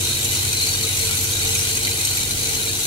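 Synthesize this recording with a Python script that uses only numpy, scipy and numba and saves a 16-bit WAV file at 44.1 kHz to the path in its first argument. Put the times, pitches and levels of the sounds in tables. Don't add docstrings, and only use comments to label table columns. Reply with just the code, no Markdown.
import sys
import numpy as np
from scipy import signal
from scipy.fft import rfft, irfft
from scipy.io import wavfile
from scipy.ndimage import uniform_filter1d
from numba import njit

SR = 44100
rng = np.random.default_rng(int(sys.argv[2]) if len(sys.argv) > 2 else 0)


def digitize_waveform(pressure):
    field = np.atleast_2d(pressure).T
    bounded = np.clip(field, -1, 1)
    quanta = np.round(bounded * 32767).astype(np.int16)
    wavfile.write(sys.argv[1], SR, quanta)


N = 126126

DRIVE_HZ, DRIVE_START_TURNS = 49.973, .7
MOTOR_HZ, MOTOR_START_TURNS = 43.27, .4
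MAIN_RING_LOW_HZ, MAIN_RING_HIGH_HZ = 3400, 4800


def undb(db):
    return 10 ** (np.asarray(db) / 20)


def level(x, db):
    return x * undb(db) / np.sqrt(np.mean(x ** 2))


def curve(table, column):
    table = np.array(table, float)
    return np.interp(np.arange(N) / SR, table[:, 0], table[:, column])


def colour(x, points):
    points = np.array(points, float)
    hz = np.maximum(np.arange(N // 2 + 1) * SR / N, 1)
    db = np.interp(np.log(hz), np.log(points[:, 0]), points[:, 1])
    return irfft(rfft(x) * undb(db), N)


def walk(rate):
    hold = int(SR / rate)
    steps = np.repeat(rng.standard_normal(N // hold + 1), hold)
    smooth = uniform_filter1d(uniform_filter1d(steps, hold), hold)
    return 1.3 * smooth[:N]


LANDINGS = [(.54, .075, 1.5), (.03, .07, .6)]
# (time [s], level [dB])
RATTLE_LEVEL = [(0.0, -26), (0.22, -27), (0.25, -27), (0.28, -28), (0.33, -25.5), (0.48, -26.5),
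                (1.78, -26), (1.8, -28.5), (1.85, -26), (2.72, -27.5), (2.86, -27)]
# (time [s], level [dB], centre [Hz])
MAIN_RING_LEVEL = [(0, 5.5, 3960), (.17, 8, 3930), (.27, 1.5, 4000), (.33, 3, 4070), (.45, 4, 4040),
                   (.67, 6.5, 4240), (.9, 3.5, 3830), (1.0, 3.5, 4220), (1.28, -1, 4070), (1.35, 6, 3850),
                   (1.44, 5, 4150), (1.52, 2, 3860), (1.8, 1.2, 4300), (1.95, 1, 4150), (2.3, 2.5, 4000),
                   (2.55, 2, 4040), (2.7, 5, 4000), (2.86, 2, 3900)]
MAIN_RING_WIDTH_HZ = 540
STEADY_SHARE, HITS_PER_S, HIT_SCATTER_DB = .32, 5500, 2.5
HIT_CAP = .99
SURGE, SURGE_PER_S = .1, 14
CLICK_DB, RING_DB, RATTLE_DB = 1, -0.5, 2
RING_SCATTER_DB = 4.5


def rattle():
    turns = DRIVE_HZ * np.arange(N) / SR
    density = STEADY_SHARE
    for place, width, share in LANDINGS:
        from_landing = (turns - place + .5) % 1 - .5
        density = density + share * np.exp(-.5 * (from_landing / width) ** 2)
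    density = density * np.exp(SURGE * walk(SURGE_PER_S))

    draw = rng.random((N, 4))
    start = np.flatnonzero(draw[:, 0] < HITS_PER_S / SR * density / density.mean())
    draw = draw[start]
    strength = undb(-HIT_SCATTER_DB * np.log(1 - HIT_CAP * draw[:, 2]))
    gain = np.sign(draw[:, 1] - .5) * strength

    picks = (draw[:, 3:] * len(MODES)).astype(int)
    hz = np.array(MODES)[picks, 0]
    off = (hz - curve(MAIN_RING_LEVEL, 2)[start, None]) / MAIN_RING_WIDTH_HZ
    in_band = (hz > MAIN_RING_LOW_HZ) * (hz < MAIN_RING_HIGH_HZ)
    main_db = (curve(MAIN_RING_LEVEL, 1)[start, None] + 2 - 10 * off ** 2) * in_band

    clicks, rings = collide(start, gain, picks, hz, main_db, RING_SCATTER_DB)
    balanced = level(clicks, CLICK_DB) + level(rings, RING_DB)
    return balanced * undb(RATTLE_DB + curve(RATTLE_LEVEL, 1))


# (time [s], strength [dB], extra for modes under the main ring [dB],
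# extra for modes over it [dB], loudest ring [Hz])
KNOCKS = [(0.245, -27.5, -26, 6.5, 6870), (.528, -23, -10, -4, 6100), (.687, -33, -8, 6.5, 6330),
          (0.969, -28, -8, -1, 7120), (1.029, -32, -8, 1.5, 9600), (1.109, -27, -8, -4, 6900),
          (1.241, -34, 4, 9.5, 11740), (1.369, -26, -8, -3, 3890), (1.470, -34, -8, 7.5, 7320),
          (1.549, -29, 9, 8, 2370), (1.589, -36, -6, -11, 3930), (1.77, -28.5, 8, 4, 6330),
          (1.848, -22, -6, -10, 4260), (1.871, -23, 9, -11, 2100), (2.048, -23, -15, 0.5, 7950),
          (2.17, -32.5, 7, 8.5, 2400), (2.309, -20.5, -12, -3.5, 3950), (2.429, -28, -2, -4, 6130)]
# (frequency [Hz], level [dB])
KNOCK_COLOUR = [(1000, -24), (1900, 0), (5000, 0), (12000, 4)]
KNOCK_CLICK_DB, KNOCK_RING_DB, LOUDEST_RING_DB = 18, -8, 7.5
KNOCK_BOUNCE_S = .0013
KNOCK_DAMPING = 0.41
LOW_RING_HZ = 1900


def knocks():
    rows = np.repeat(np.array(KNOCKS, float), 3, axis=0)
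    bounce = np.arange(len(rows)) % 3
    start = ((rows[:, 0] + KNOCK_BOUNCE_S * bounce ** 2.6) * SR).astype(np.int64)
    gain = undb(rows[:, 1] - 2 * bounce)

    picks = np.tile(np.arange(len(MODES)), (len(rows), 1))
    hz = np.array(MODES)[picks, 0]
    under = (hz < MAIN_RING_LOW_HZ) * (hz > LOW_RING_HZ)
    over = hz > MAIN_RING_HIGH_HZ
    extra_db = rows[:, 2:3] * under + rows[:, 3:4] * over

    loudest = picks == np.abs(hz - rows[:, 4:]).argmin(axis=1)[:, None]
    centre_hz = np.where(loudest, rows[:, 4:], hz)
    clicks, rings = collide(start, gain, picks, centre_hz, extra_db + LOUDEST_RING_DB * loudest,
                            scatter_db=1.0, ring_share=KNOCK_DAMPING, spread=0.69)
    return colour(undb(KNOCK_CLICK_DB) * clicks + undb(KNOCK_RING_DB) * rings, KNOCK_COLOUR)


# (frequency [Hz], spread [Hz], level [dB], time to fade by 60 dB [s])
MODES = [(783.8, 25.5, -16, 0.15), (980, 29.6, -18.5, .12), (1520, 113, -9, 0.1), (2025, 40, -7.5, 0.091),
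         (2400, 112.4, -1, 0.12), (3015, 167, -1.5, 0.084), (3825, 69.5, -0.5, 0.088),
         (4150, 121, -0.5, 0.086), (4470, 61, -2.5, 0.13), (6120, 232, 3.5, 0.081), (7180, 405, 4, 0.06),
         (8530, 400, -1.5, 0.096), (9600, 266, 3, 0.033), (11690, 700, 1.5, 0.061)]
# (frequency [Hz], relative level per Hz [dB])
CLICK_COLOUR = [(300, -27), (700, -17), (1150, -15.5), (1450, -16), (1800, -16), (2300, -8.5), (3000, -5.5),
                (3500, -5.5), (4600, -8.5), (5200, -6.5), (5600, -4.5), (7000, -3), (9500, -3), (12200, -9),
                (13200, -10), (14100, -12.5), (16000, -14.5)]
RING_SWAY_DB, RING_RISE_S = 1.04, 0.00061


def collide(start, gain, picks, centre_hz, extra_db, scatter_db, ring_share=1, spread=1):
    modes = np.array(MODES, float)
    arrive, path_gain = paths(start)
    clicks = np.zeros((2, N + 3001))
    for channel in range(2):
        np.add.at(clicks[channel], arrive[:, channel], gain[:, None] * path_gain[:, channel])

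    chance = rng.standard_normal(picks.shape + (2,))
    hz = centre_hz + spread * modes[picks, 1] * chance[..., 0]
    scatter = scatter_db * np.clip(chance[..., 1], -2, 2)
    sway = np.array([walk(15) for _ in modes])[picks, start[:, None]]
    db = modes[picks, 2] + scatter + RING_SWAY_DB * sway + extra_db

    wide_arrive = np.repeat(arrive, picks.shape[1], axis=0)
    wide_gain = np.repeat(path_gain, picks.shape[1], axis=0)
    ring_gain = (gain[:, None] * undb(db)).ravel()
    t60 = ring_share * modes[picks, 3].ravel()
    rings = ring(wide_arrive, wide_gain, hz.ravel(), ring_gain, t60, RING_RISE_S, N, 1. * SR)
    return colour(clicks[:, :N], CLICK_COLOUR), rings


@njit
def ring(arrive, path_gain, hz, gain, t60, rise, n, sr):
    out, wave = np.zeros((2, n + 12000)), np.empty(8000)
    for j in range(len(hz)):
        step = np.exp(2j * np.pi * hz[j] / sr - np.log(1000.) / (t60[j] * sr))
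        z, size = gain[j] + 0j, min(int(.6 * t60[j] * sr), 8000)
        for i in range(size):
            wave[i] = z.imag * min(i / (rise * sr), 1.)
            z *= step
        for channel in range(2):
            for k in range(3):
                at, g = arrive[j, channel, k], path_gain[j, channel, k]
                for i in range(size):
                    out[channel, at + i] += g * wave[i]
    return out[:, :n]


LAG_S, LAG_SPREAD_S = .00023, .0001
ECHO_DELAY_S, ECHO_DB = .003, -0.5
RIM_LAG_S, RIM_GAIN = .00057, -0.27


def paths(start):
    draw = rng.random((len(start), 2, 3, 2))
    delay = -ECHO_DELAY_S * np.log(1 - draw[..., 0])
    gain = np.sign(draw[..., 1] - .5) * undb(ECHO_DB)
    delay[:, 0, 0] = 0
    delay[:, 1, 0] = LAG_S + LAG_SPREAD_S * (draw[:, 0, 0, 0] + draw[:, 0, 0, 1] - 1)
    gain[:, :, 0] = 1
    delay[:, 1, 1] = delay[:, 1, 0] + RIM_LAG_S - LAG_S
    gain[:, 1, 1] = RIM_GAIN
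    late = np.clip(np.round(delay * SR), 0, 3000).astype(np.int64)
    return start[:, None, None] + late, gain


# (multiple of the drive rate, rms level [dB])
DRIVE_ORDERS = [(2, -37), (3, -56.5), (4, -56.5), (5, -58.5), (6, -53.5), (7, -48.5), (10, -59),
                (11, -62.5)]
# (time [s], drive level [dB], motor level [dB])
HUM_LEVEL = [(0, 2, -2), (.7, 2.5, -0.5), (1.5, 2.5, 0), (2.2, 1, -4), (2.5, -1, -3.5), (2.86, 0.5, -8)]
# (time [s], level [dB])
NINTH_LEVEL = [(0, 4), (.2, 5), (.27, -15), (.48, 5), (.75, -4.5), (.86, 13.5), (.92, -12), (1.0, 4),
               (1.25, 5), (1.5, 6.5), (1.62, -1.5), (1.98, 6), (2.03, -10), (2.15, 1), (2.8, 2),
               (2.86, -14)]
HUM_WAVER_DB, NINTH_WAVER_DB = 0.42, 0.28
NINTH_DB = -47.5


def drive_hum():
    hum = tones(DRIVE_HZ, DRIVE_START_TURNS, DRIVE_ORDERS, HUM_WAVER_DB)
    ninth = tones(DRIVE_HZ, DRIVE_START_TURNS, [(9, NINTH_DB)], NINTH_WAVER_DB)
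    return hum * undb(curve(HUM_LEVEL, 1)) + ninth * undb(curve(NINTH_LEVEL, 1))


# (multiple of the motor rate, rms level [dB])
MOTOR_ORDERS = [(2, -37), (3, -39), (5, -59.5)]
MOTOR_WAVER_DB = 0.86


def motor_drone():
    drone = tones(MOTOR_HZ, MOTOR_START_TURNS, MOTOR_ORDERS, MOTOR_WAVER_DB)
    return drone * undb(curve(HUM_LEVEL, 2))


WOBBLE_TURNS = 0.0078


def tones(hz, start_turns, orders, waver_db):
    turns = hz * np.arange(N) / SR + start_turns + WOBBLE_TURNS * walk(12)
    total = 0
    for k, db in orders:
        peak = np.sqrt(2) * undb(db + waver_db * k * walk(9.26))
        total = total + peak * np.cos(2 * np.pi * k * turns)
    return total


# (frequency [Hz], relative level per Hz [dB])
SHOP = [(20, -19), (36, -0.5), (52, -6), (75, -3.5), (110, -4.5), (170, -8), (300, -10), (410, -13.5),
        (450, -7), (520, -17.5), (700, -19.5), (900, -24.5), (1200, -39), (3000, -29.5)]
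SHOP_DB, SHOP_SWELL_DB = -34.5, 1
SHOP_WIDE_HZ, SHOP_SIDE_DB = 1510, -8.5


def shop():
    mid, side = colour(rng.standard_normal((2, N)), SHOP)
    side = colour(side, [(40, -18), (100, SHOP_SIDE_DB), (350, -15), (SHOP_WIDE_HZ, 0)])
    stereo = mid + side * np.array([[1], [-1]])
    return level(stereo, SHOP_DB) * undb(SHOP_SWELL_DB * walk(12.34))


LEFT_DB = -0.5


def scene():
    hum = drive_hum() + motor_drone()
    hum = hum * undb(np.array([[.6], [-.6]]))
    mix = rattle() + knocks() + hum + shop()
    return mix * undb(np.array([[LEFT_DB], [-LEFT_DB]]) / 2)


TOP_HZ = 15750


def record(dry):
    steep = signal.ellip(18, .3, 90, TOP_HZ, fs=SR, output="sos")
    return signal.sosfilt(steep, dry)


dry = scene()
out = record(dry)
digitize_waveform(out)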